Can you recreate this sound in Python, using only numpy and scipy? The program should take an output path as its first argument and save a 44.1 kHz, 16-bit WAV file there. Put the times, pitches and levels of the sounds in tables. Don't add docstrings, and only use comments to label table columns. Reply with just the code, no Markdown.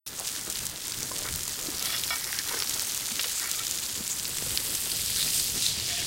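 import sys
import numpy as np
from scipy import signal
from scipy.fft import rfft, irfft, next_fast_len
from scipy.io import wavfile
from scipy.ndimage import map_coordinates

SR = 44100
rng = np.random.default_rng(int(sys.argv[2]) if len(sys.argv) > 2 else 0)


def transcribe(u):
    v = np.clip(np.atleast_2d(u).T, -1, 1)
    q = np.round(v * 32767).astype(np.int16)
    wavfile.write(sys.argv[1], SR, q)


N = 267642
TIME = np.arange(N) / SR
DROPLET_HZ = 6950
# (time [s], crackle level [dB], fizz level [dB], bubbling level [dB])
FRYING_LEVELS = [(0.08, -41, -40.5, -40), (0.11, -43.5, -49, -46), (0.28, -33.5, -43, -55),
                 (0.46, -37, -44.5, -53), (0.66, -36, -41.5, -42), (0.73, -42.5, -49, -40),
                 (0.85, -35.5, -43.5, -46), (1.66, -37, -42.5, -41), (1.86, -36.5, -37.5, -33.5),
                 (2.09, -36.5, -40, -43), (3.39, -33.5, -39, -37), (4.21, -37.5, -42, -41),
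                 (5.01, -33.5, -36.5, -32.5), (5.41, -30.5, -34, -31.5), (5.53, -32, -37, -37.5),
                 (5.66, -26.5, -39, -34), (5.76, -34.5, -44, -30.5), (6.06, -32.5, -45, -33)]


def amp(db):
    return 10 ** (np.asarray(db) / 20)


def unit(x):
    return x / np.sqrt(np.mean(x ** 2) + 1e-20)


def curves(rows):
    times, *columns = np.transpose(rows)
    return [np.interp(TIME, times, column) for column in columns]


def wobble(rate):
    return map_coordinates(rng.standard_normal(4096), [TIME * rate], mode="wrap")


def swell(start, end):
    return np.sqrt(np.abs(np.sin(np.pi * np.clip((TIME - start) / (end - start), 0, 1))))


def coloured(x, points):
    size = 2 * next_fast_len(N // 2 + 4096)
    hz, db = np.transpose(points)
    gain = amp(np.interp(np.log(np.fft.rfftfreq(size, 1 / SR) + 1), np.log(hz), db))
    cepstrum = irfft(np.log(gain))
    cepstrum[1:size // 2] *= 2
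    cepstrum[size // 2 + 1:] = 0
    return irfft(rfft(x, size) * np.exp(rfft(cepstrum)))[:N]


def resonance(x, hz, q):
    return signal.lfilter(*signal.iirpeak(min(hz, SR / 2 - 1000), max(q, .5), SR), x)


def add(track, start, sound):
    part = track[max(round(start * SR), 0):][:len(sound)]
    part += sound[:len(part)]


def bursts(count, hz, scatter, cycles, range_db):
    when, size, life = rng.random((count, 3)).T
    onsets = (when * N).astype(int)
    pitch = np.broadcast_to(hz, N)[onsets] * np.exp(scatter * rng.standard_normal(count))
    db = range_db * np.tanh(-np.log(1 - size) / 6)
    age = np.arange(128)
    turns = np.clip(pitch, 300, 16000)[:, None] * age / SR
    decay = np.exp(-turns / (cycles * (.5 + life[:, None])))
    grains = rng.choice([-1, 1], (count, 1)) * amp(db)[:, None] * np.sin(2 * np.pi * turns) * decay
    return np.bincount((onsets[:, None] + age).ravel(), grains.ravel(), N)[:N]


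def fire():
    # (time [s], level [dB])
    burn = [(0.1, -57.5), (1.5, -51.5), (3.4, -57.5), (5.4, -46), (6.06, -48)]
    # (start [s], end [s], boost [dB])
    flares = [(0.552, 0.74, 6), (0.93, 1.156, 5), (1.186, 1.443, 8.5), (4.44, 4.58, 4.5)]
    # (frequency [Hz], gain [dB])
    rumble_eq = [(15, -2.5), (30, -17), (50, -0.5), (75, 1.5), (120, 2), (200, -6.5), (400, -24.5),
                 (1000, -27.5)]
    # (frequency [Hz], gain [dB])
    flutter_eq = [(80, -10), (200, -3), (310, -2), (480, -5), (750, -11.5), (1100, -12.5), (2000, -9),
                  (5000, -49.5)]
    # (time [s], level [dB])
    ember_levels = [(0, -53.5), (2.5, -48), (3.8, -51.5), (6, -56.5)]
    licks_db = wobble(rate=8)
    flame_db = curves(burn)[0] + licks_db + sum(db * swell(start, end) for start, end, db in flares)
    rumble = unit(coloured(rng.standard_normal(N), rumble_eq) * amp(0.85 * wobble(22)))
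    flutter = unit(coloured(rng.standard_normal(N), flutter_eq) * amp(2.54 * wobble(30)))
    ticks = bursts(count=5000, hz=1515, scatter=0.39, cycles=0.97, range_db=19.5)
    embers = amp(curves(ember_levels)[0]) * unit(resonance(ticks, 2430, q=0.5))
    return amp(flame_db + 2.1) * rumble + (amp(-52) + 0.36 * amp(flame_db)) * flutter + embers


def knocks():
    # (time [s], peak [dB], pitch [Hz], t60 [s])
    blows = [(0.477, -33.5, 328, 0.12), (1.114, -27.5, 1030, 0.047), (1.114, -27.5, 570, 0.015),
             (1.685, -28.5, 303, 0.089), (2.329, -18, 1950, 0.0071), (2.512, -27, 960, 0.046),
             (2.565, -42, 430, 0.039), (3.117, -32.5, 226, 0.07), (4.006, -29.5, 220, 0.039),
             (4.424, -23.5, 410, 0.0076), (4.463, -37, 510, 0.058), (4.547, -35, 804, 0.032),
             (5.279, -24, 2440, 0.0052), (5.777, -40, 234, 0.05)]
    out, t = np.zeros(N), TIME[:SR // 5]
    attack = 1 - np.exp(-t / 0.0004)
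    for start, db, hz, t60 in blows:
        rattle = unit(resonance(rng.standard_normal(len(t)), hz, q=0.98))
        body = (np.sin(2 * np.pi * hz * t) + 0.38 * rattle) * amp(-60 * t / t60) * attack
        add(out, start, amp(db) * body / np.abs(body).max())
    return out


def pan_ring(damping):
    # (frequency [Hz], level [dB], t60 at damping 1 [s])
    modes = [(687, -2, 0.073), (775, -10, 0.063), (992, -4, 0.11), (1218, -2.5, 0.17), (1342, 3, 0.14),
             (1460, 3, 0.053), (1843, 3, 0.12), (1970, -14, .1), (2020, -8, 0.058), (2266, 7, 0.17),
             (2820, 2, 0.068), (3210, -4, 0.033), (3360, 10, 0.1), (3460, 0.5, 0.18), (4050, 5, 0.093),
             (4660, -23, .08), (5330, 17, 0.065), (5300, -10, 0.065)]
    t = TIME[:SR // 4]
    hz, db, t60 = np.transpose(modes)[:, :, None]
    envelopes = amp(db + rng.standard_normal(db.shape) - 60 * damping * t / t60)
    return np.sum(rng.choice([-1, 1], db.shape) * envelopes * np.sin(2 * np.pi * hz * t), axis=0)


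def scrapes():
    # (start [s], end [s], level [dB], centre [Hz], sharpness [Q], ringing share [0-1])
    strokes = [(0.18, 0.273, -45.5, 650, 0.45, 0), (0.464, 0.526, -44.5, 550, 0.69, 0.3),
               (1.128, 1.303, -45.5, 470, 0.88, 0.05), (1.24, 1.303, -39.5, 900, 0.44, 0.36),
               (1.556, 1.803, -48.5, 397, 0.82, 0.3), (1.767, 1.955, -43.5, 1150, 1.3, 0.65),
               (1.795, 1.99, -36, 3240, 0.74, 0.5), (1.883, 1.984, -40, 2180, 0.8, 0.85),
               (2.156, 2.337, -46, 2020, 3.4, .1), (2.34, 2.415, -38.5, 1840, 1.8, 0),
               (2.458, 2.637, -38, 1230, 0.44, 0.2), (2.463, 2.63, -41.5, 458, 1.3, 0.18),
               (2.738, 2.794, -44.5, 700, 0.36, 0.2), (3.198, 3.287, -48, 484, 3, 0.04),
               (3.39, 3.507, -39.5, 1830, 1.1, 0.5), (3.515, 3.63, -44.5, 1510, 1.1, 0.95),
               (4.643, 4.738, -46, 400, 0.45, 0.15), (5.16, 5.24, -43, 1920, 2.1, 0.2),
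               (5.87, 6.04, -37.5, 3140, 1.9, 0.3), (5.886, 6.035, -44.5, 1800, 8.4, 0.5),
               (5.887, 6.03, -45.5, 692, 12, 0.8)]
    slips = bursts(count=7000, hz=2740, scatter=0.71, cycles=0.21, range_db=1)
    slips = unit(slips * amp(3 * wobble(70)))
    place = 1.18 * wobble(20)
    ringing = sum(weight * signal.fftconvolve(slips, pan_ring(damping=2))[:N]
                  for weight in (np.cos(place), np.sin(place)))
    out = np.zeros(N)
    for start, end, db, hz, q, share in strokes:
        envelope = swell(start, end)
        for source, weight in ((slips, np.sqrt(1 - share)), (ringing, np.sqrt(share))):
            rasp = envelope * resonance(resonance(source, hz, q), hz, q)
            out += amp(db) * weight * rasp * np.linalg.norm(envelope) / np.linalg.norm(rasp)
    return out


def taps():
    # (time [s], ring peak [dB], contact cut-off [Hz], crack gain [dB])
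    hits = [(2.106, -15.5, 3100, -10), (2.129, -21, 1680, -6), (3.194, -31, 4500, 19.5),
            (3.242, -32, 4500, 18), (5.349, -37, 450, -24), (5.543, -35, 445, -31)]
    out = np.zeros(N)
    for start, db, contact_hz, crack_db in hits:
        contact = signal.butter(2, contact_hz, fs=SR)
        ring = signal.lfilter(*contact, pan_ring(damping=0.88))
        noise = rng.standard_normal(len(ring)) * amp(crack_db - 60 * TIME[:len(ring)] / 0.046)
        crack = signal.lfilter(*contact, resonance(noise, 3800, q=0.96))
        add(out, start, amp(db) * (ring / np.abs(ring).max() + crack))
    return out


def steam_jets():
    # (start [s], end [s], level [dB], pitch [Hz])
    jets = [(3.317, 3.423, -33.5, 7600), (4.094, 4.142, -29.5, 7200), (5.155, 5.257, -32, 3830),
            (5.327, 5.436, -27.5, 8400), (5.62, 5.743, -31.5, 3860)]
    out = np.zeros(N)
    chain = bursts(count=24000, hz=6040, scatter=0.16, cycles=0.4, range_db=37)
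    for start, end, db, hz in jets:
        out += amp(db) * swell(start, end) * unit(resonance(resonance(chain, hz, q=3.9), hz, q=3.9))
    return out


def droplet(hz, lag, thinness):
    t = TIME[:400]
    cycles = 1.08 * DROPLET_HZ / hz
    ring = np.sin(2 * np.pi * hz * t) * np.exp(-hz * t / cycles)
    splash = rng.standard_normal(len(t)) * (.25 * np.exp(-t / .0002) + .06 * np.exp(-t / .0018))
    low_cut = signal.butter(2, hz * (.3 + .35 * thinness), "high", fs=SR)
    pop = signal.lfilter(*low_cut, ring + splash)
    add(pop, .0003 + .0008 * lag, .4 * pop)
    return pop / np.abs(pop).max()


def spits(count):
    crackle_db = curves(FRYING_LEVELS)[0]
    when, size = rng.random((count, 2)).T
    db = crackle_db[(when * N).astype(int)] + 13.5 + 7 * size
    hz = np.clip(DROPLET_HZ * np.exp(0.3 * rng.standard_normal(count)), 4440, SR / 4)
    return list(zip(when * N / SR, db, hz))


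def pops():
    # (time [s], level [dB], pitch [Hz])
    accents = [(0.0754, -19, 5220), (0.197, -10.5, 8640), (0.2473, -17, 4680), (0.411, -12, 7100),
               (0.4995, -9.5, 7300), (0.654, -9, 8600), (0.6664, -9, 7750), (0.8806, -10.5, 7750),
               (0.9203, -12, 4700), (1.0045, -11, 9600), (1.0286, -12, 5690), (1.3585, -7, 7900),
               (1.4323, -11, 8010), (1.4785, -11, 8080), (1.8253, -9, 7260), (2.0358, -12, 3800),
               (2.388, -5.5, 4960), (2.6012, -9.5, 5070), (2.622, -8, 4900), (2.6942, -6, 7500),
               (2.795, -4.5, 5800), (2.8203, -9, 7820), (2.9465, -9, 7240), (3.5134, -4, 7900),
               (3.6676, -8.5, 6540), (3.7102, -3, 7400), (4.077, -7, 7390), (4.2532, -10, 4800),
               (4.2792, -12, 8000), (4.5736, -3, 4520), (4.8147, -10, 8630), (5.0174, -12, 8580),
               (5.0604, -9, 7680), (5.227, -10.5, 4070)]
    trim_db, delay_s = -2, 0.0011
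    loud = [(start + delay_s, db + trim_db, hz) for start, db, hz in accents]
    out = np.zeros(N)
    for start, db, hz in loud + spits(count=120):
        add(out, start, amp(db) * droplet(hz, *rng.random(2)))
    return out


def flurries(count, decay_s):
    when, size = rng.random((count, 2)).T
    drops = np.bincount((when * N).astype(int), size ** 2, N)
    return unit(signal.lfilter([1], [1, -np.exp(-1 / (decay_s * SR))], drops))


def sizzle():
    # (frequency [Hz], gain [dB])
    crackle_eq = [(200, -34), (800, -20.5), (1500, -11.5), (2500, -8.5), (3500, -3.5), (4700, -1.5),
                  (6500, 3), (8100, 4.5), (9500, 3), (11500, -7.5), (16000, 4)]
    # (frequency [Hz], gain [dB])
    fizz_eq = [(3000, -24), (7000, -9.5), (9000, 3.5), (11500, 3.5), (14000, 1), (16000, -2)]
    # (frequency [Hz], gain [dB])
    bubbling_eq = [(600, -47), (1400, -40), (1900, -9), (2500, -6.5), (3200, -5), (4000, -3), (5000, 2.5),
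                   (8000, -19.5)]
    # (frequency [Hz], gain [dB])
    hiss_eq = [(300, -41), (1400, -40), (2500, -12), (4500, -4), (7000, -3.5), (9000, -6), (12000, -15),
               (16000, -39)]
    # (time [s], resonance [Hz], level [dB])
    gap = [(0.1, 7800, -66), (1.4, 8000, -46.5), (2.0, 5100, -44), (3.0, 6360, -44.5), (3.9, 7000, -40.5),
           (4.15, 7700, -42), (4.55, 8200, -38), (5.35, 8240, -36), (6.06, 8350, -61)]
    # (time [s], flooded share [0-1])
    flood = [(4.45, 0.09), (4.75, 0.07), (5.5, 0.83), (5.8, 0.62)]
    lift_s, land_s = 4.33, 4.94
    crackle_db, fizz_db, wet_db = curves(FRYING_LEVELS)
    gap_hz, gap_db = curves(gap)
    flooded, = curves(flood)
    fat = bursts(count=26000, hz=6500, scatter=.6, cycles=.7, range_db=26)
    steam = bursts(count=30000, hz=12900, scatter=.19, cycles=.71, range_db=9.5)
    juice = bursts(count=14000, hz=3850, scatter=.24, cycles=1.4, range_db=18)
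    singing = amp(gap_db) * unit(bursts(count=6000, hz=gap_hz, scatter=.05, cycles=4, range_db=18))
    hiss = unit(coloured(rng.standard_normal(N), hiss_eq))
    frying = np.sqrt(1 - flooded) * unit(coloured(fat, crackle_eq)) + np.sqrt(flooded) * hiss
    crackle = amp(crackle_db + 0.48) * frying
    fizz_db += flooded + 3 * swell(lift_s, land_s)
    fizz = amp(fizz_db + 0.5) * unit(coloured(steam, fizz_eq))
    bubbling = amp(wet_db - 4) * unit(coloured(juice, bubbling_eq))
    sputter = unit(1 + 0.41 * (1 - flooded) * flurries(count=2500, decay_s=0.0015))
    surge = amp(0.53 * wobble(rate=9))
    return surge * sputter * (crackle + fizz + bubbling + singing)


def scene():
    return (sizzle() + pops() + steam_jets() + scrapes() + taps() + knocks() + fire())[None]


def record(dry):
    start_s, top_hz = 0.063, 15850
    size = next_fast_len(N + SR // 2)
    passband = np.fft.rfftfreq(size, 1 / SR) < top_hz
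    return irfft(rfft(dry * (TIME > start_s), size) * passband, size)[..., :N]


dry = scene()
out = record(dry)
transcribe(out)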